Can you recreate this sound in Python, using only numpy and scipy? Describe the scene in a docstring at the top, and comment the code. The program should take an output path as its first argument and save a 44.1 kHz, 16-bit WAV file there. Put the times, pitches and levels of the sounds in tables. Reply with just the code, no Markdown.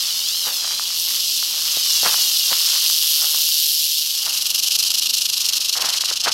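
"""Rattlesnake on a pole

A rattlesnake, lifted on a pole, rattles close by: clusters of random clacks ring hollow horn segments.
A tight buzz, at times with a ground echo, gives way to separate shakes about 25 times a second.
Sandals scuff and slap as dry stalks snap: grit impacts, splinter noise and single knocks, each coloured.
Grass swishes in small ticks; quiet outdoor air is shaped noise, with a faint hum of wavering sines.
"""
import sys
import numpy as np
from scipy import signal
from scipy.fft import rfft, irfft, next_fast_len
from scipy.io import wavfile
from scipy.ndimage import map_coordinates

SR = 44100
rng = np.random.default_rng(int(sys.argv[2]) if len(sys.argv) > 2 else 0)


def inscribe(sig):
    """Save sig as 16-bit PCM at rate SR to the path in sys.argv[1].

    A 1-D sig is mono; a 2-D sig holds one channel per row.
    Samples are clipped to [-1, 1] before scaling.
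    """
    pcm = np.round(np.clip(np.atleast_2d(sig).T, -1, 1) * 32767)
    wavfile.write(sys.argv[1], SR, pcm.astype(np.int16))


N = 279153
T = np.arange(N) / SR  # s


def amp(db):
    """Decibels to gain."""
    return 10 ** (np.asarray(db) / 20)


def unit(x):
    """Scale to rms 1."""
    return x / np.sqrt(np.mean(x ** 2) + 1e-20)


def curves(rows):
    """Interpolate each column after the time to one value per sample."""
    time_s, *columns = np.transpose(rows)
    return [np.interp(T, time_s, column) for column in columns]


def wobble(knots_per_s):
    """Smooth random curve through normally distributed knots."""
    knots = rng.standard_normal(int(N * knots_per_s / SR) + 4)
    return map_coordinates(knots, [T * knots_per_s])


def filtered(x, response):
    """Multiply the spectrum of x by a response of frequency in Hz."""
    size = next_fast_len(N + SR // 2)
    hz = np.fft.rfftfreq(size, 1 / SR)
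    return irfft(rfft(x, size) * response(hz), size)[:N]


def coloured(x, points, size=4096):
    """Ring x through a causal, minimum-phase body of unit energy with the given spectrum."""
    point_hz, point_db = np.transpose(points)
    hz = np.fft.rfftfreq(size, 1 / SR)
    shape = amp(np.interp(np.log(hz + 1), np.log(point_hz), point_db))
    shape = shape * np.minimum(1, (hz + 1) / point_hz[0]) ** 2  # roll off below the first point
    # a one-sided cepstrum gives minimum phase
    cepstrum = irfft(np.log(shape + 1e-6))
    cepstrum[1:size // 2] *= 2
    cepstrum[size // 2 + 1:] = 0
    ring = irfft(np.exp(rfft(cepstrum)))
    return signal.fftconvolve(x, ring / np.linalg.norm(ring))[:N]


def contacts(per_second, scatter_db):
    """Tiny impacts at random moments, of scattered size and random sign, rms 1."""
    hit = rng.random(N) < per_second / SR
    size = amp(scatter_db * np.clip(rng.standard_normal(N), -2, 2))
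    return unit(hit * size * rng.choice([-1, 1], N))


# tail flicks in the buzz: (time [s], rate [flicks/s])
FLICK_RATE = [(0, 167), (1.25, 170), (1.6, 160), (2.05, 159), (2.5, 165), (3.3, 154)]
# flicks stand out more as the snake comes nearer
SWING_DB, SWING_GROWTH_DB_PER_S = 1.34, 0.23


def buzz():
    """Each flick throws the segments together in a tight cluster of clacks."""
    flicks = np.cumsum(curves(FLICK_RATE)[0]) / SR + .045 * wobble(70)
    swing_db = (SWING_DB + SWING_GROWTH_DB_PER_S * T) * np.cos(2 * np.pi * flicks)
    waves_db = .7 * np.cos(6 * np.pi * flicks)  # segments meet in three waves per flick
    return_db = .4 * np.cos(np.pi * flicks)  # outward and return flicks differ in force
    force = amp(swing_db + waves_db + return_db + 0.42 * wobble(60))
    return unit(force * contacts(per_second=6500, scatter_db=1.4))


def segments(clacks, shell, bright_db):
    """Clacks ring hollow horn; segment sizes and clack hardness mix, so each register flickers on its own."""
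    ring = coloured(clacks, shell)
    top = filtered(ring, lambda hz: 1 / (1 + (9300 / (hz + 1)) ** 8))
    low = filtered(ring, lambda hz: 1 / (1 + (hz / 4300) ** 10))
    middle = ring - top - low
    lean_db = .9 * wobble(130)
    body = amp(lean_db) * low + amp(-lean_db) * middle
    return unit(body) + amp(bright_db + 0.48 * wobble(150)) * unit(top)


# rattle as the snake turns and swings:
# (time [s], relative level [dB], relative level of the top register [dB])
RATTLE_LEVEL = [(0.0, -22.5, -9.5), (0.45, -22, -7), (0.56, -23.5, -5), (0.63, -22.5, -13),
                (0.93, -23.5, -9.5), (0.99, -23, -4), (1.24, -21, -8), (1.59, -22.5, -7.5),
                (1.92, -18.5, -8), (2.13, -18.5, -5.5), (2.66, -19, -7), (2.68, -17.5, -10),
                (3.01, -19, -4), (3.78, -20, -3), (4.18, -22.5, -7.5), (4.69, -18, -10),
                (5.67, -19.5, -11.5), (6.28, -20, -18)]
# segment ring in the buzz: (frequency [Hz], relative level [dB])
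SHELL_BUZZ = [(1500, -32), (2200, -26.5), (2900, -3.5), (3700, -3.5), (4300, -0.5), (4750, -0.5), (5300, 0),
              (6700, -7), (7400, -9.5), (9800, -10), (10800, -5), (13600, -2.5), (14700, -19), (15800, -8)]
# segment ring in slow shakes, with their dull body: (frequency [Hz], relative level [dB])
SHELL_SHAKES = [(500, -40), (1250, -25), (2100, -29), (2850, -3.5), (3600, -6), (4250, -1), (4750, -3),
                (5250, -1), (6700, -7.5), (7400, -11), (9800, -13.5), (10800, -9.5), (13600, -12.5),
                (14900, -23.5)]
# two passes over bare ground; echo delay follows tail height: per pass (time [s], delay [ms])
GROUND_DELAY = [
    [(0, .96), (.15, 1.38), (.23, 1.34), (.37, .92), (.61, 1.21), (.71, 1.26), (.78, 1.2)],
    [(1.8, 1.58), (2.15, 1.97), (2.33, 2.23), (2.44, 2.48)],
]
ECHO_RATIO, ECHO_FADE_S = 0.54, .1  # amplitude before dulling; fade at the edge of the grass
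BLEND_S = 0.75  # buzz to slow shakes


def rattle():
    """Buzz, then slow shakes; bare ground returns a duller copy whose delay sweeps as the tail moves."""
    level_db, bright_db = curves(RATTLE_LEVEL)
    slow = np.sin(np.pi / 2 * np.clip((T - SHAKE_RATE[0][0]) / BLEND_S, 0, 1))
    fast_part = np.sqrt(1 - slow) * segments(buzz(), SHELL_BUZZ, bright_db + .2)
    slow_part = np.sqrt(slow) * segments(shaking(), SHELL_SHAKES, bright_db + 0.54)
    direct = amp(level_db + 0.56) * (fast_part + slow_part)

    delay_ms, = curves(np.vstack(GROUND_DELAY))
    strength = np.zeros(N)
    for rows in GROUND_DELAY:
        start_s, end_s = rows[0][0], rows[-1][0]
        edges_s = [start_s - ECHO_FADE_S, start_s, end_s, end_s + ECHO_FADE_S]
        strength += ECHO_RATIO * np.interp(T, edges_s, [0, 1, 1, 0])
    echo = map_coordinates(direct, [(T - delay_ms / 1000) * SR])
    echo = filtered(echo, lambda hz: 1 / np.sqrt(1 + (hz / 9500) ** 6))
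    return (direct + strength * echo) / np.sqrt(1 + strength ** 2)


# air spectrum: (frequency [Hz], relative level [dB])
AIR_SPECTRUM = [(20, -1), (60, 1), (110, -1), (250, -0.5), (500, -1.5), (1000, 2), (3000, -14.5)]
# hum partials: (frequency [Hz], relative level [dB])
HUM_PARTIALS = [(59.5, -8), (236.9, -6), (355.3, -9), (586.8, -9.5)]
BACKGROUND_GAIN_DB = -56.5
LULL_S, LULL_DB, LULL_FALL_S, LULL_RETURN_S = 4.02, -8.5, 2.2, 0.34


def background():
    """Soft air noise and faint, slightly unsteady hum; both sink slowly into one lull and return."""
    air = coloured(rng.standard_normal(N), AIR_SPECTRUM) * amp(0.38 * wobble(2.8))
    hum = sum(amp(db) * np.sin(2 * np.pi * hz * T + .5 * wobble(4.98)) for hz, db in HUM_PARTIALS)
    lull = np.interp(T, [LULL_S - LULL_FALL_S, LULL_S, LULL_S + LULL_RETURN_S], [0, 1, 0])
    return amp(BACKGROUND_GAIN_DB + LULL_DB * lull) * (amp(4.5) * air + amp(1) * hum)


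def swell(middle_s, length_s):
    """Gaussian rise and fall, peak 1, length between the 1/e points."""
    return np.exp(-(2 * (T - middle_s) / length_s) ** 2)


# grass against legs and snake: (middle [s], length [s], relative level [dB])
GRASS_SWISHES = [(.05, 0.99, -48.5), (0.704, 0.26, -49), (.92, 0.13, -52), (1.12, 0.12, -46.5),
                 (1.914, 1, -46.5), (2.677, 0.35, -44), (3.21, 0.69, -51.5), (4.36, 0.32, -52.5),
                 (5.52, 0.18, -48.5), (5.95, 0.37, -44)]
# blade spectrum: (frequency [Hz], relative level [dB])
GRASS_SPECTRUM = [(150, -31), (400, -9.5), (750, -6.5), (1200, 4.5), (1600, 0), (2500, 5), (6000, -32)]
STIR_RELATIVE_DB = -62.5  # blades stirring between swishes


def grass():
    """Dry blades rub in many small ticks, swelling with each swish."""
    ticks = contacts(per_second=900, scatter_db=4.5) * amp(0.98 * wobble(40))
    swishes = sum(amp(db) * swell(middle_s, length_s) for middle_s, length_s, db in GRASS_SWISHES)
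    push = amp(STIR_RELATIVE_DB) + swishes
    return amp(4.0) * push * unit(coloured(ticks, GRASS_SPECTRUM))


# soles grinding on grit, exponential flanks:
# (peak time [s], relative level [dB], rise constant [s], fall constant [s])
SOLE_SCUFFS = [(0.471, -35, 0.015, 0.041), (.66, -45.5, 0.085, 0.16), (1.55, -46.5, .06, 0.09),
               (2.063, -23.5, 0.013, 0.017), (2.12, -41, 0.028, 0.11), (2.523, -34.5, 0.019, 0.017),
               (3.233, -40, 0.022, .03), (3.35, -44, 0.019, 0.033), (4.279, -39, 0.027, 0.038),
               (5.761, -39, 0.0051, .043), (5.845, -30.5, 0.025, 0.047), (6.111, -35, 0.021, 0.014),
               (6.272, -24.5, 0.014, .024)]
# stalks snapping: (time [s], relative level [dB])
STALK_SNAPS = [(0.646, -21), (0.676, -24), (0.709, -26), (0.796, -17), (1.428, -21), (2.033, -19),
               (2.143, -14.5), (2.53, -9), (2.733, -23.5), (2.9, -23), (3.347, -26), (5.755, -24),
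               (5.945, -18.5), (6.038, -17.5), (6.112, -22), (6.261, -10.5)]
# sandals slapping: (time [s], relative level [dB])
SANDAL_SLAPS = [(0.471, -31), (1.771, -25), (2.032, -24), (2.521, -25), (6.112, -32), (6.273, -28)]
# spectra of grit, stalk and sole: (frequency [Hz], relative level [dB])
GRIT_SPECTRUM = [(50, -34), (140, -11.5), (350, -8), (700, 3.5), (1300, 4.5), (2200, -2), (5000, -7.5),
                 (14000, -34)]
STALK_SPECTRUM = [(200, -23), (600, 6.5), (1300, 16), (1900, 9.5), (2600, 5), (6000, -10), (14000, -35)]
SOLE_SPECTRUM = [(90, -6), (140, 2), (230, -2), (400, 5), (700, 7), (1500, -23), (4000, -54)]
CRACK_T60_S = 0.005  # splintering decay by 60 dB


def footsteps():
    """Grit crunches under weight; stalks snap and splinter; sandals slap."""
    weight = np.zeros(N)
    for peak_s, db, rise_s, fall_s in SOLE_SCUFFS:
        decay = np.where(T < peak_s, (peak_s - T) / rise_s, (T - peak_s) / fall_s)
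        weight += amp(db) * np.exp(-decay)
    crunch = coloured(weight * contacts(per_second=700, scatter_db=3), GRIT_SPECTRUM)

    snaps, slaps = np.zeros(N), np.zeros(N)
    for time_s, db in STALK_SNAPS:
        start = round(time_s * SR)
        snaps[start] += amp(db)
        splinter_db = db - 22 - 60 * T[:N - start] / CRACK_T60_S
        snaps[start:] += amp(splinter_db) * rng.standard_normal(N - start)
    for time_s, db in SANDAL_SLAPS:
        slaps[round(time_s * SR)] = amp(db)
    snapping = amp(12.0) * coloured(snaps, STALK_SPECTRUM)
    slapping = amp(17.5) * coloured(slaps, SOLE_SPECTRUM)
    return amp(5.0) * crunch + snapping + slapping


# slow shaking: (time [s], rate [shakes/s])
SHAKE_RATE = [(3.9, 22.87), (4.22, 26.47), (4.52, 22.72), (4.85, 26.39), (5.75, 24.63), (6.2, 26.08)]
FLUTTER_HZ, FLUTTER_DB = 86.2, 1.3  # tail tip within each shake


def shaking():
    """Each shake is a burst of clacks that builds up and stops abruptly, clumped as segments rebound."""
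    turns = np.cumsum(curves(SHAKE_RATE)[0] * (T >= SHAKE_RATE[0][0])) / SR
    angle = 2 * np.pi * (turns + .035 * wobble(45))
    swing = np.tanh(2.8 * (np.cos(angle + .12) + .15 * np.sin(2 * angle) + .08))
    # segments settle between shakes, sometimes more fully
    settle_db = (4.3 + 1.3 * wobble(40)) * (swing - 1)
    flutter_db = FLUTTER_DB * np.cos(2 * np.pi * FLUTTER_HZ * T + wobble(6))
    rebounds_db = 2.2 * np.tanh(wobble(480))
    force = amp(settle_db + flutter_db + rebounds_db)
    return unit(force * contacts(per_second=9000, scatter_db=3.0))


def scene():
    """Snake, grass, feet and open air, in one channel."""
    return (rattle() + grass() + footsteps() + background())[None]


TOP_HZ = 15850


def record(dry):
    """Band-limit: nothing passes from TOP_HZ up."""
    return filtered(dry[0], lambda hz: hz < TOP_HZ)[None]


dry = scene()
out = record(dry)
inscribe(out)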